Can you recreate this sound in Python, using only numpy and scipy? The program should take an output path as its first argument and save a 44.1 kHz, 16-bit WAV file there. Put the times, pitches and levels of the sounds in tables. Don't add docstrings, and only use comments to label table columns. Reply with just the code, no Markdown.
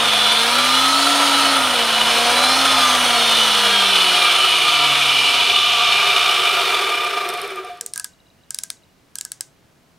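import sys
import numpy as np
from scipy import signal
from scipy.fft import rfft, irfft
from scipy.io import wavfile
from scipy.ndimage import uniform_filter1d

SR = 44100
rng = np.random.default_rng(int(sys.argv[2]) if len(sys.argv) > 2 else 0)


def persist_wave(psi):
    counts = np.round(np.clip(psi, -1, 1) * 32767).astype(np.int16)
    wavfile.write(sys.argv[1], SR, np.atleast_2d(counts).T)


N = 440118
T, HZ = np.arange(N) / SR, np.fft.rfftfreq(2048, 1 / SR)

# t/s, turns per second f/Hz
SHAFT_SPEED = [(0, 230.4), (.12, 217.5), (.22, 217), (.42, 230), (.62, 251), (.9, 273.5), (1.13, 284.5),
               (1.22, 283.5), (1.4, 277.8), (1.53, 277), (1.8, 235), (1.97, 221.5), (2.12, 231.5),
               (2.3, 240), (2.63, 270.5), (3.02, 245.3), (3.6, 211), (4.8, 146), (5.4, 119.7), (6, 89.4),
               (7.9, 1)]
# t/s, level/dB, brightness/(dB per octave)
RUMBLE = [(0.0, -17.5, 0), (0.7, -17.5, 1.16), (1.5, -17, 0.3), (3.3, -17, 0.53), (3.6, -17, 0.67),
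          (6.0, -14.5, -0.1), (6.3, -15, 0.5), (6.9, -18, 0.24), (7.45, -25.5, 0.4), (7.63, -32.5, -0.3),
          (7.76, -39.5, 1), (8.0, -70, -11)]
# f/Hz, level/dB (per Hz)
FAST_COLOUR = [(18, -86.5), (30, -49), (93, -27), (170, -21.5), (266, -12.5), (328, -9), (1070, -3),
               (1280, -2), (1720, -7), (3490, -6.5), (7270, -20.5), (9220, -15.5), (12000, -25),
               (16000, -36)]
SLOW_COLOUR = [(18, -79.5), (30, -37), (123, -17.5), (324, -28.5), (379, -16.5), (591, -14.5), (709, -7.5),
               (1050, -13.5), (1170, -6), (1870, -12), (2910, 2), (7260, -19.5), (8950, -18.5),
               (12000, -25), (15500, -37.5)]
CRAWL_COLOUR = [(18, -86), (30, -44), (303, -17), (384, -1.5), (499, -7), (721, -4), (1040, -14),
                (1190, -3), (1500, -7), (3490, -10.5), (6900, -25.5), (9220, -23.5), (11000, -27.5),
                (13200, -29.5), (16000, -37)]
COLOUR_SPEEDS_HZ = [22, 103.1, 244.6]
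MODES_HZ = [388, 467, 711, 958, 1140, 1200, 1320, 1400, 1600, 2375, 2960, 3250, 3475, 3640, 3980, 4135,
            4345, 4600, 5290, 6010, 6285, 6945, 9248]
# width/Hz, boost when fast level/dB, boost when slow level/dB
CASING = [(70, -9.5, 8.4), (23.1, 1.5, 7.3), (31.2, 8.5, 12), (39.8, 6.5, 12), (40, -11.5, 9),
          (30.23, 7.5, 17.9), (117, 5, 4.48), (58.6, 4.5, 1.6), (99, -1, 1.9), (170, 2, 11.2),
          (110, 8, 6.6), (60, 7.5, 3.3), (100, 5.5, 5.7), (80, 2, 9.2), (60, 7.5, 4.6), (143.8, 1.5, 1.7),
          (60, 5, 7.4), (150, -0.5, 1.1), (194.6, 4.5, 5.7), (90, 3.5, 3), (80, 6.5, 4), (80, 2.5, 2.9),
          (153, 8, 6.3)]
SURGE_DB, SURGES_PER_S = 1.8, 5

ORDER_LINES = [3, 3.29, 4, 4.38, 4.71, 6.67, 7, 8, 9.25, 13, 15.3]
ORDER_LINES_DB = [-29, -33, -32, -38, -27.5, -32, -31, -28, -31, -30, -30]
BALL_SPIN = 2.26
COMBS = [(11.2, 9), (11.56, 9), (9.72, 5)]
COMB_DB = [-26.5, -27.0, -29.0]
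# multiple of the speed, level/dB
COMB_SHAPE = [(9.7, -6), (13.5, -2), (16, 1.5), (19, -1), (25, 1), (29.6, -4)]
# t/s, length/s, multiple of the speed, level/dB
SQUEALS = [(-.3, .85, 15.9, 9), (.55, .6, 11.4, 5), (.6, .65, 16.1, 3), (.9, .9, 4.7, 3), (.9, .5, 24.8, 3),
           (2.38, .25, 15.9, 7), (2.7, .5, 18.2, 5), (2.75, .35, 25, 5), (3.1, .38, 15.7, 10),
           (3.0, .9, 13.5, 3), (3.05, .5, 27.2, 7), (3.7, .7, 20.3, 4)]
SQUEAL_SPAN = 1.2
SING_DB, SING_SPREAD = 5.0, 1.3
SLIP_DB, FLUTTER_DB = 3.2, 2.0
SKID_HZ_PER_S, SKID_DB_PER_HZ_PER_S = 62, -.14
THROB, THROB_BELOW_HZ, THROB_ORDER = .22, 90.0, .782

HUMS = [1, .391, 2, 2.266, .62, 1.62]
HUMS_DB = [0.5, -2.5, -10.0, -9.5, -15.5, -19]
HUMS_WAVER_DB = [.7, 1.0, 2.0, 1.8, 3.0, 3.0]
HUM_DB_PER_DECADE = 23
# f/Hz, level/dB
STAND = [(40, -58), (60, -63), (76, -47), (90, -47.5), (103, -43), (111, -51), (140, -34.5), (163, -49),
         (182, -44.5), (196, -37.5), (235, -36.5), (284, -29.5), (330, -36.5), (372, -24.5), (420, -29.5),
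         (445, -36), (468, -19.5), (500, -29.5), (535, -31), (565, -25), (600, -35.5), (640, -29)]
# t/s, level/dB, f/Hz, time to fall by 60 dB/s
LAST_KNOCKS = [(7.5, -20.5, 384, 0.32), (7.569, -18.5, 377, 0.21), (7.64, -14, 726, 0.089),
               (7.69, -14.5, 712, .17), (7.81, -32, 470, 0.18), (7.86, -41, 712, .2)]
# f/Hz, level/dB
RUMBLE_WIDTH = [(20, -2.5), (60, -12), (100, -22), (180, -12.5), (310, -19), (550, -20), (950, -24.5),
                (1650, -24.5), (2860, -18.5), (4970, -12.5), (8640, -22), (15000, -42.5)]

# t/s, peak level/dB, boosted pitch f/Hz, frame ring against the click level/dB
RATCHET = [(7.81, -10.5, 8000, -33), (7.862, -10, 8500, -45), (7.936, -9.5, 8900, -40),
           (7.959, -14, 7880, -20.5), (7.977, -9.5, 9820, -26), (7.997, -10.5, 8720, -22),
           (8.044, -9.5, 7700, -26.5), (8.506, -11.5, 7460, -31.5), (8.545, -11, 8450, -37),
           (8.587, -8.5, 8660, -35), (8.635, -10, 7000, -33), (8.702, -9, 9800, -37),
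           (9.155, -12.5, 7100, -30.5), (9.185, -13, 8290, -33), (9.21, -11, 7200, -35),
           (9.25, -13.5, 8190, -26.5), (9.318, -12, 10100, -39), (9.408, -9.5, 8100, -35)]
# f/Hz, level/dB (per Hz)
SNAP = [(350, -64), (600, -32), (1490, -25.5), (4520, -11), (5190, -5), (6290, -8.5), (8270, -5),
        (10600, -8.5), (12200, -14), (16000, -24.5)]
LOW_BODY_DB, LOW_BODY_SPREAD_DB = 1.5, 1.8
# f/Hz, level/dB (per Hz)
SHIVER = [(1180, -47), (2000, -10), (2400, -18), (2690, -15), (3840, -11), (6360, -4), (8550, -6),
          (13000, -26), (16000, -27)]
SHIVER_DB = -31.5
# f/Hz, level/dB, time to fall by 60 dB/s
FRAME = [(1560, -6.5, 0.18), (1665, 7.5, 0.051), (1280, 0, 0.043), (990, -9, 0.062), (720, -22, 0.21)]
# t/s, level/dB
THIMBLE = [(6.9546, -30), (7.0469, -29), (7.2898, -22), (7.3014, -30), (7.3387, -28), (7.3746, -35),
           (7.416, -26), (7.4774, -34), (7.5058, -37), (7.5592, -34), (7.648, -38), (7.7737, -47)]
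# f/Hz, level/dB, time to fall by 60 dB/s
SLEEVE = [(5300, 1, 0.013), (8300, 3, 0.0069), (9140, 1.5, 0.017), (11300, 8, 0.0042), (7000, -6, .003),
          (12500, -6, .003)]

# peak level/dB, f/Hz, time to fall by 60 dB/s
HIGH_PIP = (-50.5, 3900, 0.012)
LOW_PIP = (-61, 2865, 0.03)
HIGH_PIPS_S = [8.135, 8.202, 8.268, 8.302, 8.435, 8.769, 8.835]
LOW_PIPS_S = [8.09, 8.12, 8.146, 8.188, 8.211, 8.255, 8.279, 8.312, 8.385, 8.411, 8.444, 8.484, 8.822,
              8.846, 8.891]

# f/Hz, level/dB (per Hz)
AIR = [(12, -58), (20, -24), (70, -16.5), (91, -15), (146, -13), (234, -17), (513, -23), (678, -24),
       (897, -25.5), (4810, -34), (16000, -45)]
AIR_DB = -57
# f/Hz, level/dB
AIR_WIDTH = [(20, 1.5), (60, -10.5), (180, -8), (550, -4), (1650, -5.5), (4970, -8), (15000, -6.5)]
# f/Hz, level/dB about which it wavers
DRONE = (662, -72)
# f/Hz, level/dB
LEAN = [(950, 0.0), (2380, -0.6), (5980, -0.6), (15000, 0.0)]
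EDGE_HZ = 15900


def spindle():
    at, speed = np.transpose(SHAFT_SPEED)
    hz = uniform_filter1d(np.interp(T, at, speed), size=3001, mode="nearest")
    turns = np.cumsum(hz) / SR
    frames = np.arange(N // 512 + 2) * 512 / SR
    frame_hz = np.interp(frames, at, speed)
    race = race_noise(hz, turns)
    race[0] += bearing_lines(turns, hz, frames, frame_hz)
    mid_db = casing_db(frames, frame_hz)
    side_db = mid_db + read(RUMBLE_WIDTH, HZ)[:, None]
    mid, side = shaped(race, np.array([mid_db, side_db]))
    tones = hums(hz, turns)
    add_last_knocks(tones)
    return mid + tones, side + .012 * np.roll(tones, 40)


def race_noise(hz, turns):
    struck = rng.random(N) < (40 + 2.5 * hz) / SR
    knocks = struck * gain_of(7.8 * np.minimum(rng.exponential(1, N), 3.2))
    chatter = evened(signal.lfilter([1], [1, -np.exp(-1 / (0.0039 * SR))], knocks))
    throb = THROB * np.cos(2 * np.pi * THROB_ORDER * turns) / (1 + (hz / THROB_BELOW_HZ) ** 4)
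    loudness = evened((1.0 + 0.17 * chatter) * (1 + throb))
    return rng.standard_normal((2, N)) * loudness


def bearing_lines(turns, hz, frames, frame_hz):
    lines = list(zip(ORDER_LINES, ORDER_LINES_DB))
    for (first, count), db in zip(COMBS, COMB_DB):
        k = first + BALL_SPIN * np.arange(count)
        lines += zip(k, db + np.interp(k, *np.transpose(COMB_SHAPE)))
    fading_db = 26.0 * np.log10(hz / 230)
    braking = np.maximum(-np.gradient(hz) * SR - SKID_HZ_PER_S, 0)
    fading_db += SKID_DB_PER_HZ_PER_S * uniform_filter1d(braking, size=9001, origin=3000)
    slips_db = SLIP_DB * wander(4.0, count=len(lines))
    flutters_db = FLUTTER_DB * wander(45, count=len(lines))
    out = np.zeros(N)
    for (k, db), chance_db in zip(lines, slips_db + flutters_db):
        on_mode = sum(peak(k * frame_hz, f, SING_SPREAD * width)
                      for f, (width, *_) in zip(MODES_HZ, CASING))
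        flare_db = sum(top_db * peak(k, at, SQUEAL_SPAN)
                       * np.sin(np.pi * np.clip((frames - start) / length, 0, 1))
                       for start, length, at, top_db in SQUEALS)
        lift_db = SING_DB * np.minimum(on_mode, 1) + flare_db
        level_db = db + fading_db + chance_db + np.interp(T, frames, lift_db)
        out += np.sqrt(2) * gain_of(level_db) * np.sin(2 * np.pi * (k * turns + rng.random()))
    return out


def casing_db(frames, frame_hz):
    stage = np.interp(frame_hz, COLOUR_SPEEDS_HZ, range(3))
    share = np.clip(1 - abs(stage - np.arange(3)[:, None]), 0, 1)
    colours = [read(points, HZ) for points in (CRAWL_COLOUR, SLOW_COLOUR, FAST_COLOUR)]
    body_db = np.transpose(colours) @ share
    surges_db = SURGE_DB * wander(SURGES_PER_S, count=len(CASING))
    for f, (width, fast_db, slow_db), surge_db in zip(MODES_HZ, CASING, surges_db):
        boost_db = slow_db + (fast_db - slow_db) * share[2] + np.interp(frames, T, surge_db)
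        body_db += np.outer(peak(HZ, f, width), boost_db)
    at, level_db, bright = np.transpose(RUMBLE)
    octaves = np.log2(np.clip(HZ, 300, 16000) / 2000)
    body_db += np.outer(octaves, np.interp(frames, at, bright))
    body_db -= 10 * np.log10(np.mean(gain_of(2 * body_db), axis=0))
    return body_db + np.interp(frames, at, level_db, right=-120)


def hums(hz, turns):
    drive_db = HUM_DB_PER_DECADE * np.log10(hz / 250)
    waver_db = np.c_[HUMS_WAVER_DB] * wander(5.6, count=len(HUMS))
    out = np.zeros(N)
    for k, db, chance_db in zip(HUMS, HUMS_DB, waver_db):
        level_db = db + drive_db + chance_db + read(STAND, k * hz)
        out += np.sqrt(2) * gain_of(level_db) * np.sin(2 * np.pi * k * turns)
    return out


def add_last_knocks(tones):
    for start, db, f, t60 in LAST_KNOCKS:
        add(tones, start, gain_of(db) * ring(f, t60, .03))


def micrometer():
    out = np.zeros(N)
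    add_ratchet(out)
    add_thimble(out)
    return out


def add_ratchet(out):
    t, f = T[:256], np.fft.rfftfreq(256, 1 / SR)
    rise = np.minimum(t / .0007, 1)
    cut = 1 + np.exp((t - .0028) / .0004)
    burst = rise * np.exp(-t / .003) / cut
    for start, db, hz, frame_db in RATCHET:
        body_db = LOW_BODY_DB + LOW_BODY_SPREAD_DB * rng.standard_normal()
        colour_db = 6.2 * peak(f, hz, 1000) + body_db * (f < 4600)
        snap = burst * irfft(rfft(coloured(SNAP, size=256)) * gain_of(colour_db))
        add(out, start, gain_of(db) * snap / abs(snap).max())
        fade_db = -60 * T[:8192] / 0.22
        add(out, start + 0.00105, gain_of(db + SHIVER_DB + fade_db) * coloured(SHIVER, size=8192))
        for mode_hz, mode_db, t60 in FRAME:
            tone = ring(mode_hz * rng.uniform(0.975, 1.0), t60, 0.0021)
            add(out, start, gain_of(db + frame_db + mode_db) * tone)


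def add_thimble(out):
    for start, db in THIMBLE:
        for hz, mode_db, t60 in SLEEVE:
            tone = ring(hz * rng.uniform(0.93, 1.05), t60, 0.00022)
            add(out, start, gain_of(db + mode_db) * tone)


def pips():
    out = np.zeros(N)
    for (db, hz, t60), times in ((HIGH_PIP, HIGH_PIPS_S), (LOW_PIP, LOW_PIPS_S)):
        pip = ring(hz, t60, t60 / 3)
        for start in times:
            add(out, start, gain_of(db) * pip / abs(pip).max())
    return out


def shop(x):
    t = T[:12000]
    tail = rng.standard_normal((2, len(t))) * gain_of(-60 * t / 0.13) * np.minimum(t / 0.0016, 1)
    tail /= np.linalg.norm(tail[0])
    return signal.fftconvolve(x[None], tail, axes=1)[:, :N] * gain_of([[-20], [-24]])


def air():
    mid_db = read(AIR, HZ)[:, None]
    side_db = mid_db + read(AIR_WIDTH, HZ)[:, None]
    mid, side = shaped(rng.standard_normal((2, N)), np.array([mid_db, side_db]))
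    hz, tone_db = DRONE
    tone = gain_of(tone_db + 3.0 * wander(6, count=1)[0]) * np.sin(2 * np.pi * hz * T)
    return gain_of(AIR_DB) * np.array([mid, side]) / np.std(mid) + np.outer([1, .2], tone)


def gain_of(db):
    return 10 ** (np.asarray(db) / 20)


def evened(x):
    return x / np.sqrt(np.mean(x ** 2) + 1e-20)


def read(points, hz):
    f, value = np.transpose(points)
    return np.interp(np.log(hz + 1), np.log(f + 1), value)


def add(mix, start, sound):
    part = mix[round(start * SR):][:len(sound)]
    part += sound[:len(part)]


def shaped(x, db):
    z = signal.stft(x, nperseg=2048, noverlap=1536)[2]
    return signal.istft(z * gain_of(db), nperseg=2048, noverlap=1536)[1][..., :N]


def wander(rate_hz, count):
    knots = np.arange(int(N / SR * rate_hz) + 3) / rate_hz
    heights = rng.standard_normal((count, len(knots)))
    return np.array([np.interp(T, knots, row) for row in heights]) * np.sqrt(1.5)


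def coloured(points, size):
    gain = gain_of(read(points, np.fft.rfftfreq(size, 1 / SR)))
    return evened(irfft(rfft(rng.standard_normal(size)) * gain, size))


def ring(hz, t60, rise):
    t = T[:round(t60 * SR) + 9]
    return gain_of(-60 * t / t60) * (1 - np.exp(-t / rise)) * np.sin(2 * np.pi * hz * t)


def peak(x, centre, width):
    return 1 / (1 + (2 * (x - centre) / width) ** 2)


def scene():
    hand = micrometer()
    mid, side = spindle() + air() + shop(hand) + np.outer([1, .03], hand + pips())
    return np.array([mid + side, mid - side])


def record(dry):
    f = np.fft.rfftfreq(N, 1 / SR)
    pair = irfft(rfft(dry) * gain_of(np.outer([.5, -.5], read(LEAN, f))), N)
    soft = pair / (1 + abs(pair / 1.1) ** 4) ** .25
    low_pass = signal.firwin(511, EDGE_HZ, window=("kaiser", 9), fs=SR)
    return signal.oaconvolve(soft, low_pass[None], "same")


dry = scene()
out = record(dry)
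persist_wave(out)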